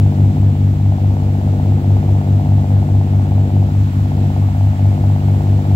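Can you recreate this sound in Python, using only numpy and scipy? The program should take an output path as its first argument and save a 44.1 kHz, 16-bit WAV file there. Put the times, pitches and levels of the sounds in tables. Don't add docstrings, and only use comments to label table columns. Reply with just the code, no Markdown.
import sys
import numpy as np
from scipy import signal
from scipy.fft import rfft, irfft, next_fast_len
from scipy.io import wavfile

SR = 44100
rng = np.random.default_rng(int(sys.argv[2]) if len(sys.argv) > 2 else 0)


def attenuation_scalar(level_db):
    decades = np.asarray(level_db, float) / 20
    return 10 ** decades


def generate_wav(sig):
    pcm = np.round(np.clip(np.atleast_2d(sig).T, -1, 1) * 32767).astype(np.int16)
    wavfile.write(sys.argv[1], SR, pcm)


N = 253575
TIME_S = np.arange(N) / SR
RIGHT_LAG = 11


def rms_one(x):
    return x / np.sqrt(np.mean(x ** 2) + 1e-20)


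def at_hz(points, hz):
    point_hz, value = np.transpose(points)
    return np.interp(np.log(hz), np.log(point_hz), value)


def drift(rate_hz):
    coarse = 40
    r = np.exp(-2 * np.pi * coarse * rate_hz / SR)
    noise = rng.standard_normal(N // coarse + 2002)
    slow = signal.lfilter([1], [1, -2 * r, r * r], noise)[2000:]
    return np.interp(np.arange(N) / coarse, np.arange(len(slow)), rms_one(slow))


def resonance(x, hz, width_hz):
    r = np.exp(-np.pi * width_hz / SR)
    side = (1 - r * r) / 2
    return signal.lfilter([side, 0, -side], [1, -2 * r * np.cos(2 * np.pi * hz / SR), r * r], x)


def from_left(x, pan_db, lag=RIGHT_LAG):
    late = np.r_[x[:lag][::-1], x[:N - lag]]
    return np.array([x, late]) * attenuation_scalar([[pan_db / 2], [-pan_db / 2]])


def lulls(rows):
    s, length, *columns = np.transpose(rows)
    coarse_s = np.arange(0, N + 200, 200) / SR
    bells = np.exp(-4 * ((coarse_s[:, None] - s) / length) ** 2)
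    return [np.interp(TIME_S, coarse_s, bells @ c) for c in columns]


def exhaust(cycles, orders, timing, firing_db, others_db, hull_db, flutter_db):
    bank_lag = .17
    lead, lag = timing
    out = np.zeros(N)
    for order, level_db in orders:
        if order % 3 == 0:
            turns = order * lead - lag - bank_lag * (order % 6 == 3)
        else:
            turns = rng.random()
        if order == 6:
            swell_db = firing_db
        elif order < 20:
            swell_db = others_db
        else:
            swell_db = hull_db - hull_db.mean()
        flutter = flutter_db * np.log2(max(order, 6) / 4) * drift(7.7)
        out += attenuation_scalar(level_db + swell_db + flutter) * np.cos(2 * np.pi * (order * cycles + turns))
    return np.sqrt(2) * out


def propellers(blade_hz):
    out = np.zeros(N)
    for hz, level_db, start in zip(blade_hz, (-32, -29), (.12, -.31)):
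        turns = np.cumsum(hz) / SR + start
        out += attenuation_scalar(level_db + 0.51 * drift(3.9)) * np.cos(2 * np.pi * turns)
    return np.sqrt(2) * out


def knocks(cycles, knock_db):
    # place in the cycle/0-1, knock level/dB
    firings = [
        (.158, -8),
        (.296, -7.5),
        (.483, -9.5),
        (.625, -11),
        (.821, -9),
        (.975, 0),
    ]
    # f/Hz, width/Hz, level/dB
    casing = [
        (710, 440, 0),
        (622, 40, -4),
    ]
    place, strength_db = np.transpose(firings)
    angles = (np.arange(int(cycles[-1]) + 1)[:, None] + place).ravel()
    chance = rng.standard_normal((len(angles), 2))
    wander = cycles + .002 * drift(2)
    at = np.interp(angles + .0008 * chance[:, 0], wander, np.arange(N)).astype(int)
    heard = at < N - 1
    rap_db = np.resize(strength_db, len(at)) + 1.4 * chance[:, 1]
    raps = np.zeros(N)
    raps[at[heard]] = attenuation_scalar(rap_db)[heard]
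    body = np.zeros(N)
    for hz, width_hz, level_db in casing:
        ring = raps
        for _ in range(3):
            ring = resonance(ring, hz, width_hz)
        body += attenuation_scalar(level_db) * ring
    body = signal.sosfilt(signal.butter(6, 930, fs=SR, output="sos"), body)
    return attenuation_scalar(knock_db + .4 * (knock_db - knock_db.mean()) - .8) * rms_one(body)


def wash(knock_db, rumble_db, wash_db, patchy_db):
    # f/Hz, density/dB per Hz
    water_spectrum = [(25, -70), (45, -62.5), (80, -51), (170, -58), (400, -65.5), (700, -65.5),
                      (1050, -73.5), (1500, -75), (2000, -78.6), (3800, -84), (6300, -91.2), (7700, -88.4),
                      (8600, -97), (15500, -93.8)]
    # f/Hz, shared part/0-1
    likeness = [(60, .93), (130, .88), (270, .85), (700, .85), (1100, .68), (1600, .72), (2200, .15),
                (15000, .02)]
    # f/Hz, left minus right/dB
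    tilt = [(45, 1), (120, 1.9), (300, .2), (600, 2.7), (1000, 0), (1500, 0), (2000, -3.4), (4000, -2.4),
            (6500, 5.2), (7700, 4.6), (8600, .5), (9800, -1.3), (14000, .5)]
    size = next_fast_len(N)
    hz = np.maximum(np.arange(size // 2 + 1) * SR / size, 1)
    common, *apart = rfft(rng.standard_normal((3, size)))
    alike = np.clip(at_hz(likeness, hz), 0, 1)
    arrival = np.exp(-2j * np.pi * hz * np.array([[0], [RIGHT_LAG + 2]]) / SR)
    balance_db = at_hz(tilt, hz) * np.array([[.5], [-.5]])
    colour = attenuation_scalar(at_hz(water_spectrum, hz) + balance_db) * np.sqrt(SR / 2)
    noise = colour * (np.sqrt(alike) * common * arrival + np.sqrt(1 - alike) * np.array(apart))
    together = drift(2)
    band_place = 2 * np.log2(hz / 22)
    out = np.zeros((2, N))
    for k in range(21):
        centre_hz = 22 * 2 ** (k / 2)
        follows = wash_db if centre_hz > 900 else knock_db if centre_hz > 550 else rumble_db
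        surge_db = 1.3 * (follows - follows.mean()) * (centre_hz > 240)
        flicker_db = patchy_db * (1.5 if centre_hz < 1800 else .7) * (.4 * together + drift(10))
        band = irfft(noise * np.clip(1 - abs(band_place - k), 0, 1), size)[:, :N]
        out += attenuation_scalar(surge_db + flicker_db) * band
    return out


def scene():
    # multiple of the four-stroke cycle, level/dB rms
    near_orders = [(3, -46), (4, -37.5), (5, -51.5), (6, -14.5), (7, -51), (8, -44), (9, -22), (11, -46.5),
                   (12, -28), (13, -41.5), (14, -46.5), (15, -31), (18, -35.5), (21, -39.5), (24, -50.5),
                   (27, -47.5), (30, -47)]
    far_orders = [(3, -54), (5, -42.5), (6, -19), (7, -48.5), (9, -33), (11, -53), (12, -37), (13, -43),
                  (15, -33.5), (18, -44.5), (21, -47)]
    # t/s, length/s, near firing tone/dB, far firing tone/dB, far other orders/dB
    rolls = [
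        (.3, .3, 0, 2, 6.5),
        (.72, 0.32, -1, -4, -3),
        (1.36, 0.59, -2, -10, 1),
        (1.7, 0.44, -0.1, 0.5, 4),
        (2.2, 0.31, -0.5, -1.2, -1),
        (3.2, .4, 0, -4.5, 0.5),
        (4.2, 0.73, -2, -6.5, 2),
        (5.3, .6, -0.5, -2.5, -6),
    ]
    # t/s, length/s, knock/dB, rumble/dB, near engine's other orders/dB
    troughs = [
        (.1, 0.5, -1.5, -0.8, 2.1),
        (.68, 0.49, -4.5, -3, 1.1),
        (.9, 0.34, 1.1, -3, -1.5),
        (1.3, 0.93, -1.5, -0.9, -1.3),
        (2.55, 0.41, 0.4, -3.5, 0.9),
        (3.05, .5, -1, -2, -1),
        (3.9, .4, -5, -6.5, -2.2),
        (4.63, 0.51, -1.5, -8.5, -4),
        (5.14, 0.19, -0.9, -4, -0.2),
    ]
    # t/s, level/dB
    spray = [
        (0.08, -48),
        (0.8, -49.5),
        (2.09, -48.5),
        (3.6, -49),
        (3.8, -48),
        (5.62, -47.5),
    ]

    near_rpm = 1952.33 + np.interp(TIME_S, (4.3, 4.8), [0, 4.8])
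    far_rpm = np.full(N, 2047.85)
    near, far = np.cumsum(near_rpm) / 120 / SR, np.cumsum(far_rpm) / 120 / SR
    blade_hz = near_rpm * .034549, far_rpm * .035794

    near_roll, far_roll, far_others = lulls(rolls)
    knock_lull, rumble_lull, near_others = lulls(troughs)
    knock_db, rumble_db = -34 + knock_lull, -37.6 + rumble_lull
    wash_db = np.interp(TIME_S, *np.transpose(spray))

    near_engine = exhaust(near, near_orders, (.097, .63), 1.3 + near_roll, 0.96 + near_others,
                          1.3 * rumble_db, flutter_db=.6)
    far_engine = exhaust(far, far_orders, (-.04, -.01), 0.5 + far_roll, -0.43 + far_others,
                         rumble_db, flutter_db=.7)
    engines = from_left(near_engine, 1.6, lag=4) + from_left(far_engine, .9, lag=1)
    screws = from_left(propellers(blade_hz), 2.3, lag=1)
    casing_knock = from_left(knocks(near, knock_db), 2.2)
    water = wash(knock_db, rumble_db, wash_db, patchy_db=.7)
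    return engines + screws + casing_knock + water


def low_pass(x):
    return signal.sosfilt(signal.butter(12, 17080, fs=SR, output="sos"), x)


def record(dry):
    cutoff_hz = 15760
    spectrum = rfft(dry)
    spectrum[:, int(cutoff_hz * N / SR):] = 0
    return low_pass(irfft(spectrum, N))


dry = scene()
out = record(dry)
generate_wav(out)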